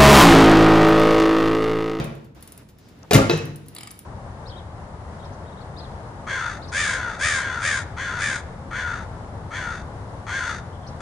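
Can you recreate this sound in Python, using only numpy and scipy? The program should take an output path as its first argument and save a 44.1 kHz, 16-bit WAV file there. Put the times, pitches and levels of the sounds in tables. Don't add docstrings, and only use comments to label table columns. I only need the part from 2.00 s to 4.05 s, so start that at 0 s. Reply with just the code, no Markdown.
import sys
import numpy as np
from scipy import signal
from scipy.fft import rfft, irfft
from scipy.io import wavfile

SR = 44100
rng = np.random.default_rng(int(sys.argv[2]) if len(sys.argv) > 2 else 0)


def put_to_file(sound):
    columns = np.atleast_2d(sound).T
    safe = np.clip(columns, -1, 1)
    whole_steps = np.round(safe * 32767)
    wavfile.write(sys.argv[1], SR, whole_steps.astype(np.int16))


def nominal_scale(level):
    x = np.asarray(level, float) / 20
    return 10 ** x


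N = 90404
LEAD = 8820
M = N + LEAD

# (time [s], crack [dB], treble against the crack [dB], thump [dB], sheet ring [dB])
BLOWS = [
    (-.03, -20, -5.5, -26, -58),
    (1.1092, -15, 0, -34, -26.5),
    (1.1217, -23, -3, -30, -34),
    (1.1325, -15.5, 12.5, -17.5, -20),
    (1.144, -14, 5, -24, -36),
    (1.152, -15.5, -15, -11, -26.5),
    (1.160, -16, 4.5, -18, -38),
    (1.177, -24.5, -15, -15, -25),
    (1.297, -21, -4, -53, -15),
]


def rms_one(x):
    return x / np.sqrt(np.mean(x ** 2) + 1e-20)


def at_hz(points, hz):
    return np.interp(np.log(hz), np.log(np.array(points)[:, 0]), np.array(points)[:, 1])


def since(s):
    return (np.arange(M) - LEAD) / SR - s


def dying(s, decay_s):
    t = since(s)
    return (t >= 0) * np.exp(-np.maximum(t, 0) / decay_s)


def ring(x, hz, t60):
    r, w = nominal_scale(-60 / (t60 * SR)), 2 * np.pi * hz / SR
    return signal.lfilter([0, np.sin(w)], [1, -2 * r * np.cos(w), r * r], x + 1e-18)


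def peak(x, hz, width_hz):
    return signal.lfilter(*signal.iirpeak(hz, hz / width_hz, fs=SR), x)


def colour(x, spectrum):
    hz = np.linspace(0, SR / 2, 513)
    cepstrum = irfft(np.log(nominal_scale(at_hz(spectrum, np.maximum(hz, 1)))))
    cepstrum[1:512] *= 2
    h = irfft(np.exp(rfft(cepstrum[:513], 1024)))
    return signal.fftconvolve(x, h / np.sqrt(np.sum(h ** 2)))[:len(x)]


def soft_push():
    t, push_s = np.arange(1500) / SR, 0.001
    push = t * np.exp(-t / push_s * 2)
    return [push / push.sum()]


def strike(times, levels_db, modes, contact, spread_db):
    longest_cycles = 900
    at = (np.array(times) * SR).astype(int) + LEAD
    luck = rng.standard_normal((len(times), len(modes)))
    out = np.zeros(M)
    for k, (hz, db, t60) in enumerate(modes):
        clicks = np.zeros(M)
        clicks[at] = nominal_scale(np.array(levels_db) + db + spread_db * luck[:, k])
        hits = signal.fftconvolve(clicks, contact[k % len(contact)])[:M]
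        out += ring(hits, hz, min(t60, longest_cycles / hz))
    return out


def bands(length, likeness, gain):
    edges = 22 * 2 ** np.arange(0, 9.6, .5)
    out, white = 0, rng.standard_normal((2, 2, length))
    for k, (low, high) in enumerate(zip(edges, edges[1:])):
        band = signal.butter(2, [low, high], "band", fs=SR, output="sos")
        mid, side = signal.sosfilt(band, white[k % 2])
        hz = np.sqrt(low * high)
        alike = np.clip(at_hz(likeness, hz), -1, 1)
        out = out + gain(hz) * (np.sqrt(1 + alike) * mid + np.sqrt(1 - alike) * side * [[1], [-1]])
    return out


def hard_contacts():
    per_s, spread_db = 5000, 1
    strength = nominal_scale(spread_db * np.minimum(rng.exponential(1, M), 4))
    return rms_one(strength * rng.choice([-1, 1], M) * (rng.random(M) < per_s / SR))


def unsteadiness():
    depth, rate_hz = .35, 45
    slow = signal.butter(2, rate_hz, fs=SR, output="sos")
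    return 1 + depth * rms_one(signal.sosfilt(slow, rng.standard_normal(M)))


def hook_rattle(contacts):
    # (frequency [Hz], density [dB per Hz])
    crack = [(180, -51.5), (300, -7.5), (1870, -18.5), (2070, -18.5), (3690, -23.5), (9930, -31.5),
             (11900, -27), (13800, -31), (15500, -44)]
    decay_s, split_hz = .009, 6500
    s, crack_db, treble_db, _, _ = np.transpose(BLOWS)
    out = 0
    for kind, levels_db in (("low", crack_db), ("high", crack_db + treble_db)):
        bursts = contacts * sum(nominal_scale(db) * dying(start, decay_s) for start, db in zip(s, levels_db))
        split = signal.butter(4, split_hz, kind, fs=SR, output="sos")
        out = out + signal.sosfilt(split, colour(bursts, crack))
    return out


def frame_thump():
    # (frequency [Hz], level [dB], t60 [s])
    cabinet = [(168, -11, 0.11), (211, 7.5, 0.098), (267.5, 1, 0.21), (323, -2, 0.31), (411, -4, 0.16),
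               (556, -7, 0.13), (640, 2.5, 0.048), (732, 0, 0.084)]
    # (time [s], level [dB])
    settles = [
        (1.172, -16.5),
    ]
    # (frequency [Hz], level [dB], t60 [s])
    counter = [(66.7, -5.5, 0.33), (101.6, -1.5, 0.68), (115.7, -1.5, 0.25)]
    # (frequency [Hz], level [dB], t60 [s])
    door_leaf = [(147, 0.5, 0.89), (164, -5, 0.31)]
    s, _, _, thump_db, _ = np.transpose(BLOWS)
    push = soft_push()
    thump = strike(s, thump_db, cabinet, push, spread_db=3.0)
    thump += strike(*np.transpose(settles), counter, push, spread_db=1.5)
    return thump + strike([1.49], [-32.5], door_leaf, push, spread_db=1.5)


def sheet_metal(wobble):
    # (frequency [Hz], level [dB], t60 [s])
    sheet_modes = [(350, -6, .2), (400, -7, .15), (452, -6, .25), (690, -6, .08), (883, -7, .1),
                   (1140, -10, .05), (1376, -9, .12), (2063, -13, .04), (2530, -18, .15), (2590, -16, .5),
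                   (3850, -7, .04), (4150, -6, .015), (4600, -6, .012), (5500, -15, .012)]
    s, _, _, _, ring_db = np.transpose(BLOWS)
    click = rng.choice([-1., 1.], (len(sheet_modes), 1))
    return wobble * strike(s, ring_db, sheet_modes, click, spread_db=2.0)


def loose_parts():
    # (time [s], frequency [Hz], level [dB], t60 [s])
    single_rings = [(1.1105, 456, -15.5, 0.11), (1.1105, 720, -17.5, 0.16), (1.1105, 2430, -19.5, 0.046),
                    (1.1105, 4750, -26, 0.064), (1.1105, 3800, -20.5, 0.036), (1.1330, 640, -13, 0.12),
                    (1.1335, 3800, -14, 0.041), (1.1335, 2900, -20, 0.078), (1.147, 2065, -17.5, 0.1),
                    (1.160, 1500, -17.5, 0.057), (1.163, 410, -20, 0.12), (1.176, 540, -13.5, .2),
                    (1.182, 654, -19.5, .14), (1.186, 1200, -18.5, 0.06), (1.20, 2400, -43, .4),
                    (1.215, 1376, -24, 0.23), (1.235, 780, -27, 0.074), (1.297, 2590, -31.5, .5),
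                    (1.325, 2590, -26, 0.23), (1.381, 2590, -33.5, 0.21), (1.312, 3870, -23, 0.047),
                    (1.32, 880, -23.5, 0.091), (1.335, 470, -19, 0.086), (1.40, 459.6, -25.5, 0.22),
                    (1.305, 330, -23, 0.11), (1.2975, 3950, -19, .02), (1.19, 760, -20, 0.06),
                    (1.152, 270, -17, 0.11), (1.120, 520, -19, 0.073), (1.165, 330, -18.5, 0.11)]
    return sum(strike([s], [db], [(hz, 0, t60)], [[1.]], spread_db=0.5) for s, hz, db, t60 in single_rings)


def low_swings():
    # (time [s], rise [s], frequency [Hz], level [dB])
    swings = [
        (1.1399, 0.016, 128.5, 0.5),
        (1.19, 0.023, 110.2, -14),
        (1.301, .044, 156.3, -17.5),
        (1.405, .035, 145, -26.5),
        (1.451, 0.026, 150, -32.5),
    ]
    sharpness = 5.4
    out = 0
    for s, rise_s, hz, db in swings:
        t = np.maximum(since(s), 0)
        swell = (t / rise_s * np.exp(1 - t / rise_s)) ** sharpness
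        out = out + nominal_scale(db) * swell * np.sin(2 * np.pi * hz * t)
    return out


def door_shudder(contacts):
    # (frequency [Hz], density [dB per Hz])
    buzz_spectrum = [(300, -4.5), (700, -1.5), (1500, 4), (3000, 0.5), (6000, -3.5), (8000, -16)]
    # (frequency [Hz], width [Hz], level [dB])
    buzz_peaks = [(1970, 150, -25), (2570, 240, 3.5), (3870, 98, 9), (4250, 210, -18), (6040, 410, 3),
                  (6940, 330, -5.5)]
    buzz = contacts * nominal_scale(-29) * dying(1.303, 0.054)
    dull = signal.butter(4, 6500, fs=SR, output="sos")
    out = signal.sosfilt(dull, colour(buzz, buzz_spectrum))
    return out + sum(nominal_scale(db + 5.5) * peak(buzz, hz, width_hz) for hz, width_hz, db in buzz_peaks)


def knob():
    # (time [s], peak [dB], low mode [Hz], middle mode [Hz], top mode [Hz])
    detents = [
        (1.763, -30, 4020, 4500, 10000),
        (1.7831, -29, 4120, 4800, 9900),
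        (1.8071, -30, 3200, 5250, 10170),
        (1.8315, -30, 3130, 5000, 8960),
        (1.8722, -30.5, 3300, 4980, 9500),
        (1.9062, -33.5, 4650, 5940, 9500),
    ]
    # (frequency [Hz], level [dB], t60 [s])
    plastic = [(1253, -9, 0.024), (1690, -26, 0.0049), (2260, -9, 0.044), (2830, -11.5, 0.0049),
               (3760, -6, 0.0053), (6500, -13, .003), (7660, 5, 0.0034), (13800, -11, 0.0064)]
    # (level [dB], t60 [s])
    grip = [
        (0, 0.013),
        (2, 0.0063),
        (4, 0.0066),
    ]
    scrape_s, longest_cycles, detune, spread_db = 0.003, 90, .015, 1.5
    length = 4000
    t = np.arange(length) / SR
    luck = rng.standard_normal((len(detents), len(plastic) + len(grip), 2))
    out = np.zeros(M + length)
    for (s, db, *tuned), rows in zip(detents, luck):
        scrape = rng.standard_normal(length) * t * np.exp(-t / scrape_s * 2)
        scrape = scrape / np.sqrt((scrape ** 2).sum())
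        at = int(s * SR) + LEAD
        modes = [*plastic, *((hz, *rest) for hz, rest in zip(tuned, grip))]
        for (hz, mode_db, t60), (louder, sharper) in zip(modes, rows):
            level = nominal_scale(db - 2.5 + mode_db + spread_db * louder)
            pitch = hz * (1 + detune * np.tanh(sharper))
            out[at:at + length] += level * ring(scrape, pitch, min(t60, longest_cycles / hz))
    return out[:M]


def bright_ticks():
    # (time [s], peak [dB], body against the peak [dB])
    tick_list = [(0.0422, -31.5, -10.5), (0.1515, -47.5, -7), (0.2445, -56, 2), (0.348, -55, -1.5),
                 (0.4075, -51, -4), (0.4255, -31, -14), (0.4757, -33, -13), (0.5212, -30.5, -18.5),
                 (0.5767, -32, -15.5), (0.6878, -52, 3), (0.785, -55, 4), (0.8847, -54, 2.5),
                 (0.9901, -57, -19), (1.3751, -31, -13), (1.4548, -34.5, -14), (1.5595, -31.5, -18),
                 (1.6606, -51, -2), (1.6839, -30.5, -19), (1.7498, -28, -18), (1.9135, -28, -30),
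                 (1.9754, -50, -17), (1.9909, -29, -19.5)]
    # (frequency [Hz], density [dB per Hz])
    bright = [(1500, -41), (4000, -12), (7000, -10), (10000, 7), (14000, 2.5), (16000, -18.5)]
    # (frequency [Hz], density [dB per Hz])
    dull = [(700, -0.5), (2000, 3), (4500, 0.5), (8000, 0.5), (12000, 3)]
    echo_s, echo_db, snap_db = 0.0025, -14, 13.5
    fizz_s, fizz_db, body_s = 0.0036, -6, 0.015
    snap, fizz, body = np.zeros(M), np.zeros(M), np.zeros(M)
    for s, db, body_db in tick_list:
        snap[int(s * SR) + LEAD] = nominal_scale(db + snap_db)
        snap[int((s + echo_s) * SR) + LEAD] = nominal_scale(db + snap_db + echo_db)
        fizz += nominal_scale(db + fizz_db) * dying(s, fizz_s)
        body += nominal_scale(db + body_db) * dying(s, body_s)
    sharp = colour(snap + fizz * rng.standard_normal(M), bright)
    return sharp + colour(body * rng.standard_normal(M), dull)


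def earlier_knock(contacts, wobble):
    # (frequency [Hz], level [dB], t60 [s])
    cupboard = [(69.5, -3, 0.29), (140.67, -0.5, 0.72), (150, 3.5, 0.39), (221, 7, 0.13), (332, -5, 0.34),
                (371, -4, 0.79), (436, 2.5, 0.26), (455, -1.5, 0.72), (483.3, -3.5, 0.76), (539.6, 2, 0.24),
                (593, -6, 0.76), (690, -5, 0.35), (1003, -3, 0.27)]
    # (frequency [Hz], density [dB per Hz])
    dishes = [(200, -7), (550, -0.5), (1500, -3.5), (3000, -6.5), (5000, -19), (8000, -28)]
    s = -0.013
    clatter = contacts * nominal_scale(-36) * dying(s, 0.057)
    return wobble * strike([s], [-26], cupboard, soft_push(), spread_db=1) + colour(clatter, dishes)


def ports(x, pan_db):
    # (frequency [Hz], phase [rad])
    port_phase = [(60, 0.066), (250, 0.31), (600, 1.39), (1200, 1.72), (3000, 1.02), (8000, 1.46),
                  (14000, 1.05)]
    turn = at_hz(port_phase, np.maximum(np.fft.rfftfreq(M, 1 / SR), 1)) / 2
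    side = np.array([[1], [-1]])
    return nominal_scale(pan_db * side) * irfft(rfft(x) * np.exp(1j * side * turn), M)


def kitchen(x):
    # (frequency [Hz], t60 [s])
    room_t60 = [(60, 1), (200, 0.99), (450, 0.64), (1000, 0.58), (3000, 0.49), (8000, 0.45), (14000, 0.28)]
    # (frequency [Hz], left-right likeness [-1..1])
    room_likeness = [(60, 0.99), (200, 0.82), (500, 0.74), (1000, -0.34), (3000, 0.19), (12000, -0.12)]
    # (frequency [Hz], level [dB])
    room_colour = [(60, -3), (150, -4), (500, 6), (2000, 7.5), (6000, 1.5), (14000, 0.5)]
    build_s = 0.0013
    t = np.arange(SR) / SR
    tail = bands(SR, room_likeness, lambda hz: nominal_scale(at_hz(room_colour, hz) - 60 * t / at_hz(room_t60, hz)))
    tail = tail * (1 - np.exp(-t / build_s))
    return signal.fftconvolve(x[None], tail / np.sqrt(np.sum(tail ** 2) / 2), axes=1)[:, :M]


def rustles():
    # (time [s], length [s], level [dB], centre [Hz], width [Hz])
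    swells = [
        (0.359, 0.046, -55.5, 1030, 1480),
        (0.587, 0.036, -56.5, 1670, 1980),
        (0.766, 0.17, -63.5, 5130, 2960),
        (1.026, 0.032, -48.5, 1000, 890),
        (1.029, 0.0057, -47.5, 4980, 318),
        (1.03, 0.0035, -45, 5950, 300),
        (1.76, 0.18, -57, 2330, 2540),
    ]
    out, white = 0, rng.standard_normal((len(swells), 2, M))
    for (s, length_s, db, hz, width_hz), noise in zip(swells, white):
        swell = np.sqrt(np.sin(np.pi * np.clip(since(s) / length_s, 0, 1)).clip(0))
        out = out + nominal_scale(db) * swell * rms_one(ring(noise + noise[0], hz, 3.8 / width_hz))
    return out


def appliances():
    # (frequency [Hz], density [dB per Hz])
    rumble = [(15, -39), (25, -1.5), (129, -2.5), (703, -19), (5580, -35), (8580, -41), (10600, -41),
              (12200, -45), (15500, -35)]
    # (frequency [Hz], left-right likeness [-1..1])
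    hum_likeness = [(60, 1), (240, 0.88), (950, 0.13), (3770, 0.039), (15000, 0.01)]
    # (time [s], level [dB])
    hiss_level = [(0, 10), (.28, -6.5), (0.344, -14), (.36, 4.5), (.62, 1.5), (.66, -7), (.78, -8), (.86, -1.5),
                  (1.1, 3), (1.7, -0.5), (1.77, 5), (2.05, -1.5)]
    hiss_hz = 675
    hiss_db = np.interp(since(0), *np.transpose(hiss_level))
    hum = bands(M, hum_likeness, lambda hz: nominal_scale(at_hz(rumble, hz) + hiss_db * hz / (hz + hiss_hz)))
    return nominal_scale(-46.5) * rms_one(hum)


def scene():
    contacts, wobble = hard_contacts(), unsteadiness()
    body = hook_rattle(contacts) + frame_thump() + door_shudder(contacts) + earlier_knock(contacts, wobble)
    sheet, parts, swings = sheet_metal(wobble), loose_parts(), low_swings()
    dial, tick = knob(), bright_ticks()
    oven_send = body + nominal_scale(-11) * sheet + nominal_scale(-9.5) * parts + nominal_scale(-26) * swings
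    wet = kitchen(nominal_scale(-5.5) * oven_send + nominal_scale(-7.5) * tick + nominal_scale(-7.5) * dial)
    near = ports(body + parts + sheet + swings + dial + tick, pan_db=0.62)
    return (near + wet + appliances() + rustles())[:, LEAD:]


def top_cut(x):
    return signal.sosfilt(signal.butter(12, 15680, fs=SR, output="sos"), x)


def record(dry):
    # (frequency [Hz], width [Hz], level [dB])
    dips = [
        (8500, 900, -12),
        (12000, 1500, -14),
    ]
    # (low edge [Hz], high edge [Hz], depth [dB])
    thinned = [
        (11500, 12650, 28),
        (8350, 8750, 14),
    ]
    x = signal.sosfilt(signal.butter(2, 65, "high", fs=SR, output="sos"), dry)
    for hz, width_hz, db in dips:
        x = x - (1 - nominal_scale(db)) * peak(x, hz, width_hz)
    x = signal.sosfilt(signal.cheby2(12, 50, 15700, fs=SR, output="sos"), x)
    x = np.clip(x, -1.0, 1.0)
    for low_hz, high_hz, db in thinned:
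        x = signal.sosfilt(signal.cheby2(3, db, [low_hz, high_hz], "bandstop", fs=SR, output="sos"), x)
    return top_cut(x)


dry = scene()
out = record(dry)
put_to_file(out)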